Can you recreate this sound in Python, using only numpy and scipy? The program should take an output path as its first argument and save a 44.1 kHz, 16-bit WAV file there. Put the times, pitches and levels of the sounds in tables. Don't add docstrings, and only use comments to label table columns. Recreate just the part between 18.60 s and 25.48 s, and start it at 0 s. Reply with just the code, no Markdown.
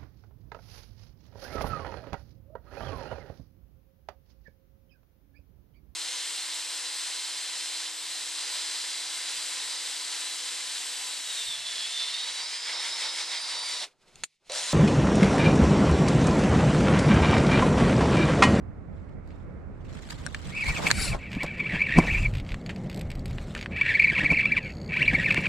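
import sys
import numpy as np
from scipy import signal
from scipy.fft import rfft, irfft
from scipy.io import wavfile
from scipy.ndimage import uniform_filter1d

SR = 44100
rng = np.random.default_rng(int(sys.argv[2]) if len(sys.argv) > 2 else 0)


def dump(signal):
    limited = np.clip(np.atleast_2d(signal).T, -1, 1)
    pcm = np.round(limited * 32767).astype(np.int16)
    wavfile.write(sys.argv[1], SR, pcm)


N = 303408
T = np.arange(N) / SR
FREQS = np.maximum(np.fft.rfftfreq(4096, 1 / SR), 1)


def undb(db):
    return 10 ** (np.asarray(db) / 20)


def unit(x):
    return x / np.sqrt(np.mean(x ** 2))


def curve(rows):
    time_s, *columns = np.transpose(rows)
    return [np.interp(T, time_s, column) for column in columns]


def filtered(x, order, cutoff_hz):
    return signal.sosfilt(signal.butter(order, cutoff_hz, "high", fs=SR, output="sos"), x)


def treble(x, order, cutoff_hz):
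    return signal.sosfiltfilt(signal.butter(order, cutoff_hz, "high", fs=SR, output="sos"), x)


def causal(gain):
    cepstrum = irfft(np.log(gain + 1e-6))
    half = len(cepstrum) // 2
    cepstrum[1:half] *= 2
    cepstrum[half + 1:] = 0
    return irfft(np.exp(rfft(cepstrum)))[:half]


def body(modes):
    peaks = [undb(db) / (1 + (2 * (FREQS - hz) / width_hz) ** 2) for hz, width_hz, db in modes]
    return causal(sum(peaks))


def colour(points):
    hz, db = np.transpose(sorted(points))
    return causal(undb(np.interp(np.log(FREQS), np.log(hz), db)))


def ring(x, response):
    return signal.fftconvolve(x, response)[:len(x)]


def walk(rate_hz):
    hold = max(int(SR / rate_hz), 1)
    levels = np.repeat(rng.standard_normal(N // hold + 1), hold)
    return unit(uniform_filter1d(levels, hold)[:N])


def grainy(points, grain_db):
    source = rng.standard_normal(N) * undb(grain_db * walk(900))
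    return unit(ring(source, colour(points)))


def noise(points, side_db, grain_db=0):
    mid = grainy(points, grain_db)
    side = undb(side_db) * grainy(points, grain_db)
    return unit(np.array([mid + side, mid - side]))


def patchy(x, patchy_db, size=512):
    spectra = signal.stft(x, nperseg=size)[2]
    chance = rng.standard_normal(spectra.shape[1:])
    chance = uniform_filter1d(chance, size=5, axis=0)
    chance = uniform_filter1d(chance, size=3, axis=1)
    return unit(signal.istft(spectra * undb(patchy_db * unit(chance)), nperseg=size)[1][:, :N])


def swells(rows, rest_gain):
    power = rest_gain ** 2
    for middle_s, level_db, half_length_s in rows:
        shape = np.exp(-((T - middle_s) / half_length_s) ** 4 / 2)
        power = power + (undb(level_db) * shape) ** 2
    return np.sqrt(power)


def pan(sound, left_over_right_db):
    return sound * undb(np.array([[left_over_right_db], [-left_over_right_db]]) / 2)


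def add(out, sound, start_s):
    i = max(int(start_s * SR), 0)
    out[:, i:i + sound.shape[1]] += sound[:, :N - i]


def strike(response, chatter_db, chatter_s):
    t = T[:len(response)]
    push = undb(chatter_db) * rng.standard_normal((2, len(t))) * np.exp(-t / chatter_s)
    push[:, 0] += 1
    sound = np.array([ring(channel, response) for channel in push])
    return sound / np.abs(sound).max()


# peak_s, top_speed [teeth per second], spin_up_s, run_down_s
TUGS = [(1.976, 2680, 0.2, 0.15), (2.009, 2640, 0.11, 0.1), (2.066, 2220, 0.18, 0.18),
        (2.1, 2480, 0.14, 0.096), (2.133, 2000, 0.11, .06), (2.185, 1150, .1, .055),
        (2.279, 1590, 0.03, 0.009), (2.52, 1340, 0.039, 0.1), (2.638, 790, 0.3, 0.24),
        (2.815, 1130, 0.096, 0.11), (2.887, 850, 0.097, 0.27), (2.939, 920, 0.09, 0.096),
        (3.0, 1230, 0.09, 0.16), (3.047, 1160, 0.056, 0.15), (3.099, 2050, 0.063, 0.12),
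        (3.14, 1700, .1, 0.33), (3.225, 2450, 0.14, 0.18), (3.257, 2960, 0.065, 0.04),
        (3.345, 1980, 0.23, 0.12), (3.381, 2780, 0.049, 0.093), (3.475, 2000, 0.034, .1),
        (3.521, 2980, 0.072, 0.068), (3.55, 2340, 0.15, 0.18), (3.589, 2750, 0.13, 0.43),
        (5.235, 1740, 0.044, 0.36), (5.255, 1750, 0.089, 0.17), (5.294, 2050, 0.062, 0.14),
        (5.358, 2240, 0.079, 0.091), (5.403, 2600, 0.05, 0.057), (5.436, 2630, 0.068, 0.086),
        (5.485, 2410, 0.091, 0.1), (5.541, 1750, 0.093, 0.036), (5.609, 1920, 0.046, .12),
        (5.657, 2400, 0.066, 0.076), (5.707, 2370, 0.081, .1), (5.731, 2720, 0.047, 0.057),
        (5.763, 2790, 0.041, 0.075), (5.808, 2970, 0.031, 0.026), (5.87, 1360, 0.11, 0.33),
        (5.926, 2390, 0.059, 0.066), (6.061, 385, 0.24, .12), (6.34, 790, 0.058, 0.11),
        (6.391, 1650, 0.052, 0.087), (6.434, 3100, 0.047, 0.087), (6.462, 4550, 0.019, 0.029),
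        (6.493, 2590, 0.041, 0.053), (6.55, 2290, 0.063, 0.088), (6.597, 1940, .13, 0.1),
        (6.652, 2740, 0.036, 0.07), (6.785, 1470, 0.037, 0.034), (6.858, 1410, 0.038, 0.051)]
CREEP_HZ, INERTIA_S = 250.8, 0.0061


def spool_speed():
    tooth_hz = np.full(N, CREEP_HZ)
    for peak_s, top_hz, up_s, down_s in TUGS:
        tug = top_hz * np.exp(-np.abs(T - peak_s) / np.where(T < peak_s, up_s, down_s))
        tooth_hz = np.maximum(tooth_hz, tug)
    return uniform_filter1d(tooth_hz, max(int(INERTIA_S * SR), 1))


# time_s, drag_level_db
PULL = [
    [(1.86, -61), (1.99, -29), (2.1, -31), (2.15, -33.5), (2.19, -38), (2.22, -54), (2.25, -47),
     (2.27, -20.5), (2.295, -40), (2.5, -45), (2.53, -34), (2.57, -59)],
    [(2.59, -49), (2.635, -39.5), (2.665, -44.5), (2.71, -47), (2.77, -43.5), (2.815, -27), (2.85, -44),
     (2.89, -35.5), (2.93, -38.5), (2.97, -46)],
    [(2.97, -37), (3.005, -29), (3.035, -34), (3.18, -27.5), (3.22, -24), (3.28, -31), (3.34, -23),
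     (3.43, -31), (3.55, -25.5), (3.63, -36.5), (3.665, -25), (3.69, -59)],
    [(5.11, -46), (5.2, -24), (5.26, -24.5), (5.3, -24.5), (5.36, -20.5), (5.44, -18), (5.53, -26),
     (5.71, -22), (5.85, -23.5), (5.895, -28.5), (5.93, -24.5), (5.985, -24), (6.0, -43.5), (6.07, -37),
     (6.13, -48)],
    [(6.29, -39.5), (6.35, -26.5), (6.47, -22), (6.6, -25.5), (6.625, -28.5), (6.67, -24), (6.71, -22.5),
     (6.745, -31), (6.778, -24.5), (6.815, -38), (6.87, -20)],
]
# spring_rattle_db, judder [share of speed],
# treble_lift_db as the spool faces the camera, bass_cut_hz
CHARACTER = [(-13, 0.028, 12, 450), (-11, 0.026, 2, 1250), (-5, 0.042, 1.5, 1250), (-11, 0.031, 2, 1250),
             (-11, 0.028, 2, 1250)]
# pitch_hz, width_hz, level_db
SPOOL = [(995, 180, -11.5), (1834, 360, -3.5), (2291, 195, 6.5), (2614, 288, -1), (3325.6, 410, -23.5),
         (4280, 940, -25.5), (7680, 2300, -41.5)]
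# delay_s, level_db
ECHOES = [(.0047, -20), (.0078, -12)]
SQUEALS_S = [3.0, 3.217, 3.548, 5.19, 5.214, 5.292, 5.356, 5.399, 5.447, 5.484, 5.555, 5.706, 5.774, 5.855,
             5.926, 5.974, 6.374, 6.426, 6.48, 6.557, 6.667, 6.709, 6.777, 6.868]
SQUEAL_DB, SQUEAL_HALF_S = 6, 0.0039
ROCK_TEETH, ROCK_SHARE = 7.5, .06
WOBBLE_SHARE, TOOTH_SCATTER_DB, FLUTTER_DB = .024, 2.5, 5


def tooth_clicks(phase):
    place = SR * np.interp(np.arange(1, phase[-1]), phase, T)
    taps = place.astype(int)[:, None] + np.arange(-7, 9)
    offset = taps - place[:, None]
    shape = np.sinc(offset) * np.sinc(offset / 8)
    size = undb(TOOTH_SCATTER_DB * rng.standard_normal((len(place), 1)))
    return np.bincount(np.clip(taps, 0, N - 1).ravel(), (shape * size).ravel(), N)


def clicker(tooth_hz, pull, rattle_db, judder, lift_db, low_hz, side_db=-12):
    start_s, end_s = pull[0][0], pull[-1][0]
    pull_db, = curve(pull)
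    running = (T > start_s) & (T < end_s)
    rock = ROCK_SHARE * walk(60) * np.sin(2 * np.pi * np.cumsum(tooth_hz) / SR / ROCK_TEETH)
    uneven = 1 + rock + judder * walk(700) + WOBBLE_SHARE * walk(200)
    phase = np.cumsum(tooth_hz * uneven) / SR
    clicks = tooth_clicks(phase)
    rattle = rng.standard_normal((2, N)) * np.exp(-(phase % 1) / .6)
    drive = unit(clicks) / np.sqrt(tooth_hz / tooth_hz.mean()) + undb(rattle_db) * unit(rattle[0])
    flare = sum(np.exp(-((T - s) / SQUEAL_HALF_S) ** 2) for s in SQUEALS_S if start_s < s < end_s)
    force = undb(FLUTTER_DB * np.tanh(walk(260)) + SQUEAL_DB * flare)
    spool = body(SPOOL)
    direct = filtered(ring(drive * force, spool), 2, low_hz)
    direct = direct + (undb(lift_db) - 1) * treble(direct, 3, 3600)
    buzz = direct + sum(undb(db) * np.roll(direct, int(delay_s * SR)) for delay_s, db in ECHOES)
    loudness = np.sqrt(uniform_filter1d(buzz ** 2, int(.09 * SR)) + 1e-12)
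    strength = undb(pull_db) * uniform_filter1d(running * 1., 400) / loudness
    side = undb(side_db + pull_db) * running * unit(ring(rattle[1], spool))
    return buzz * strength + np.array([side, -side])


# start_s, teeth, spring_ring_db before scatter,
# knock_db and snap_db (both against the ring)
SLIPS = [(.6744, 1, -63.5, 4, 14), (0.706, 2, -63.5, 17, -3), (2.7174, 3, -42.5, 18, 1),
         (2.832, 1, -39, 12, 16.5), (2.8645, 1, -45, 21, 3), (3.644, 4, -53, -13, -19),
         (3.738, 5, -46.5, 19, 8), (3.849, 2, -50.5, 12.5, -4), (3.891, 2, -49.5, 20.5, 1),
         (3.9197, 1, -45, 23, 3), (4.0625, 1, -35, 3, -12), (4.1613, 1, -42, 7.5, -2),
         (4.2982, 3, -43.5, 12, 4), (4.345, 4, -49.5, 12, 19), (4.4117, 1, -46, 14, 17.5),
         (4.503, 2, -49, 19.5, 15), (4.5531, 1, -43.5, 8, 11.5), (4.594, 1, -42.5, -6, 3),
         (4.6575, 1, -43.5, 11, 11), (4.68, 1, -46, 10, 9), (4.7095, 1, -47.5, 15.5, 11),
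         (4.978, 2, -46, 20, -10), (5.012, 2, -36, 11.5, -12), (6.029, 18, -43, -7, -18),
         (6.7241, 1, -35, 12, 4)]
# pitch_hz, width_hz, level_db
SPRING = [(4460, 370, 8.5), (6700, 110, 2), (8100, 180, -13), (11400, 270, -16)]
# pitch_hz, width_hz, level_db
PAWL = [(2300, 1120, 1.5), (3600, 2200, -8)]
# pitch_hz, width_hz, level_db
SNAP = [(2430, 960, 6.5), (4200, 2490, 15.5), (7930, 700, 16), (11800, 1800, 6.5), (14300, 1400, -19)]
TOOTH_GAP_S, TICK_SCATTER_DB = 0.0155, 2.5


def ticks():
    out = np.zeros((2, N))
    spring, pawl, contact = body(SPRING), body(PAWL), body(SNAP)
    for start_s, teeth, ring_db, knock_db, snap_db in SLIPS:
        for tooth in range(round(teeth)):
            ping = strike(spring, chatter_db=-30, chatter_s=.003)
            knock = strike(pawl, chatter_db=-21.5, chatter_s=0.011)
            snap = strike(contact, chatter_db=-2.5, chatter_s=0.003)
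            tick = ping + undb(knock_db) * knock + undb(snap_db) * snap
            shift = .1 * min(tooth, 1) * rng.standard_normal()
            level = undb(ring_db + TICK_SCATTER_DB * rng.standard_normal())
            add(out, level * tick, start_s + (tooth + shift) * TOOTH_GAP_S)
    return out


# start_s, peak_db, treble_db (against the body),
# handle_ring_db (added to the handle's levels), chatter_s
CLACKS = [(1.6645, -15, 7, 10, 0.0022), (1.6713, -27, -10, 6, .003), (1.7465, -17.5, -6, -11, 0.0036),
          (2.304, -8, -6, -14, 0.0044), (2.3133, 2, 6, -12, .0018), (3.9435, -21.5, -10, -31, 0.0035),
          (4.094, -21.5, -15, -27, 0.014), (4.784, -24, -42, -34, 0.0036), (4.9508, -16, -12, -29, .004),
          (4.9623, -23, -26, -8, 0.0096), (5.06, -18.5, -32, -9, 0.0042), (6.7454, -10, -9, -24, 0.00094)]
# pitch_hz, width_hz, level_db
TACKLE = [(890, 630, 4), (1780, 250, 13.5), (2540, 1500, 12.5), (4360, 460, 14), (6800, 670, 5),
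          (8140, 2700, -1.5), (11900, 3700, -28)]
# pitch_hz, width_hz, level_db before each clack's ring
HANDLE = [(1220, 190, 17), (1540, 390, 24), (5600, 430, 12), (7840, 400, 11), (8730, 400, 11.5)]


def clacks(split_hz=3200):
    out = np.zeros((2, N))
    for start_s, peak_db, treble_db, ring_db, chatter_s in CLACKS:
        modes = TACKLE + [(hz, width_hz, db + ring_db) for hz, width_hz, db in HANDLE]
        modes = [(hz, width_hz, db + treble_db * (hz > split_hz)) for hz, width_hz, db in modes]
        add(out, undb(peak_db) * strike(body(modes), chatter_db=-17, chatter_s=chatter_s), start_s)
    return out


# peak_s, thud_db at the peak, scuff_db (against the thud),
# fade_s (each way, to 1/e)
BUMPS = [(2.093, -42, 4.5, 0.016), (2.194, -40, 5.5, 0.013), (2.252, -37, 7.5, 0.031),
         (2.546, -43, 15.5, 0.015), (2.769, -22.5, -15, 0.0082), (2.844, -26, -2.5, 0.0089),
         (3.142, -25, -13, 0.024), (3.387, -4.5, -10.5, 0.0088), (3.443, -30.5, -1.5, 0.038),
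         (4.19, -51, -1, 0.11), (5.528, -23, -6.5, 0.0028), (5.593, -25.5, -5, 0.0043),
         (5.64, -27, -7, 0.016), (5.72, -21, -7, 0.012), (6.54, -22.5, -8, 0.0085),
         (6.782, -25, -7.5, 0.0079)]
# pitch_hz, level_db
THUD = [(20, 0), (60, -2), (115, -12), (165, 7.5), (220, -10), (300, -2.5), (390, -18), (900, -74),
        (3000, -66)]
# pitch_hz, level_db
SCUFF = [(100, -18), (400, 7), (650, 10), (1100, 5), (1800, -5), (3200, -12), (8000, -17.5), (11000, -27),
         (15000, -65)]


def bumps():
    thud, scuff = noise(THUD, side_db=-6.5), noise(SCUFF, side_db=-2.5, grain_db=4.5)
    out = np.zeros((2, N))
    for peak_s, thud_db, scuff_db, fade_s in BUMPS:
        near = np.abs(T - peak_s) < 6 * fade_s
        swell = np.exp(-np.abs(T[near] - peak_s) / fade_s)
        blow = unit(swell * thud[:, near]) + undb(scuff_db) * unit(swell * scuff[:, near])
        out[:, near] += undb(thud_db) * np.sqrt(np.mean(swell ** 2)) * blow
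    return out


# time_s, level_db, rib_rate_hz (ribs of the weave)
SWIPE = [(2.32, -41, 640), (2.355, -37.5, 760), (2.39, -33.5, 770), (2.44, -31.5, 770), (2.49, -33.5, 670),
         (2.53, -41.5, 460), (2.56, -68, 420)]
# pitch_hz, level_db
SWIPE_TONE = [(800, -7.5), (1950, 0), (2250, 3.5), (3200, -7.5), (4600, 1), (6500, -11.5), (7500, -0.5),
              (9200, -10), (10000, -1.5), (10700, -17), (14000, -22), (15500, -44)]


def swipe():
    level_db, rib_hz = curve(SWIPE)
    phase = np.cumsum(rib_hz * (1 + .022 * walk(500))) / SR
    pulses = np.diff(np.floor(phase), prepend=0) - rib_hz / SR
    whistle = unit(ring(pulses, colour(SWIPE_TONE)))
    hiss = patchy(noise(SWIPE_TONE, side_db=-10), patchy_db=5.5)
    sound = hiss * undb(level_db - level_db.max()) + undb(-7) * whistle
    touching = (T > SWIPE[0][0]) & (T < SWIPE[-1][0])
    return pan(touching * undb(level_db) * sound / sound[:, touching].std(), 3)


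# middle_s, level_db before trim, half_length_s
STROKES = [(.43, -71.5, 0.1), (.74, -66, 0.078), (1.517, -41.5, 0.015), (1.6, -51.5, 0.28),
           (2.0, -45.5, 0.15), (2.14, -38.5, 0.082), (2.24, -37, 0.016), (2.288, -32, 0.03),
           (3.56, -43.5, 0.1), (4.09, -60, 0.057), (4.88, -51.5, 0.18), (6.8, -48, 0.33)]
# time_s, level_db before trim
RUSTLE = [(1.25, -86), (1.42, -57.5), (3.9, -53), (4.0, -59), (4.7, -60.5), (5.2, -59), (6.2, -58)]
# pitch_hz, level_db
NYLON = [(300, -25.5), (800, 12), (1300, 13), (2000, 11.5), (3400, 10), (4500, 7.5), (5500, 2.5), (6600, 0),
         (7500, 4.5), (9000, -6), (9900, -5.5), (10600, -18.5), (13000, -13.5), (15500, -28.5)]


def sleeve(trim_db=-1, sizzle_db=7, sizzle_hz=6300):
    slide = swells(STROKES, undb(curve(RUSTLE)[0] + 2 * walk(8.9)))
    hiss = patchy(noise(NYLON, side_db=-2.5, grain_db=2.5), patchy_db=3.5)
    sizzle = undb(sizzle_db) * (slide / slide.max()) * treble(hiss, 2, sizzle_hz)
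    return slide * undb(trim_db + 2.3 * walk(98)) * (hiss + sizzle)


# time_s, rubbing_db before trim
PRESS = [(0, -46), (1.9, -44), (2.2, -36), (2.7, -42), (3.3, -35), (3.95, -38.5), (4.2, -32), (4.55, -35.5),
         (5.6, -37), (6.1, -35.5), (6.8, -31.5)]
# pitch_hz, level_db
RUB = [(65, -25), (110, 2.5), (193, 2.5), (281, -9), (466, -12.5), (547, -11.5), (826, -22.5), (1050, -32),
       (1310, -48), (1700, -32.5), (2210, -26.5), (3740, -120)]


def jacket_rub(trim_db=-1):
    pressing_db, = curve(PRESS)
    return pan(undb(pressing_db + trim_db + 2 * walk(25)) * noise(RUB, side_db=-1.5), -6)


# middle_s, level_db before trim, half_length_s
GUSTS = [(2.095, -19, 0.022), (2.44, -29, 0.11), (3.38, -29, 0.041), (3.66, -24, 0.15), (3.94, -29, 0.03),
         (4.62, -32.5, 0.23), (6.55, -30.5, 0.077)]
# pitch_hz, level_db
WIND = [(15, -20.5), (30, -1.5), (70, -8.5), (140, -13), (300, -51.5), (1000, -102)]


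def wind(breeze_db=-45, trim_db=-2):
    return swells(GUSTS, undb(breeze_db)) * undb(trim_db + 2 * walk(24)) * noise(WIND, side_db=-10.5)


# pitch_hz, level_db
HUSH = [(15, -45), (25, -10.5), (87, -0.5), (168, -29), (244, -14), (326, -18.5), (425, -21.5),
        (940, -30.5), (1290, -29.5), (2570, -45), (3100, -55), (8930, -65.5), (14000, -127)]


def river_hush(level_db=-42.5):
    return pan(undb(level_db + .7 * walk(5)) * noise(HUSH, side_db=-3), -6)


def scene():
    tooth_hz = spool_speed()
    drag = sum(clicker(tooth_hz, pull, *character) for pull, character in zip(PULL, CHARACTER))
    reel = drag + ticks() + clacks()
    jacket = bumps() + swipe() + sleeve() + jacket_rub()
    return reel + jacket + wind() + river_hush()


# time_s, side_db
WIDTH = [(2.45, 0.5), (2.65, -8.5), (3.0, -48.5)]
TOP_HZ = 15500


def record(dry):
    width_db, = curve(WIDTH)
    mid = dry.mean(axis=0)
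    x = filtered(mid + undb(width_db) * (dry - mid), 2, 18)
    lowpass = signal.ellip(8, .2, 70, TOP_HZ, fs=SR, output="sos")
    return signal.sosfilt(lowpass, np.clip(x, -.85, .85))


dry = scene()
out = record(dry)
dump(out)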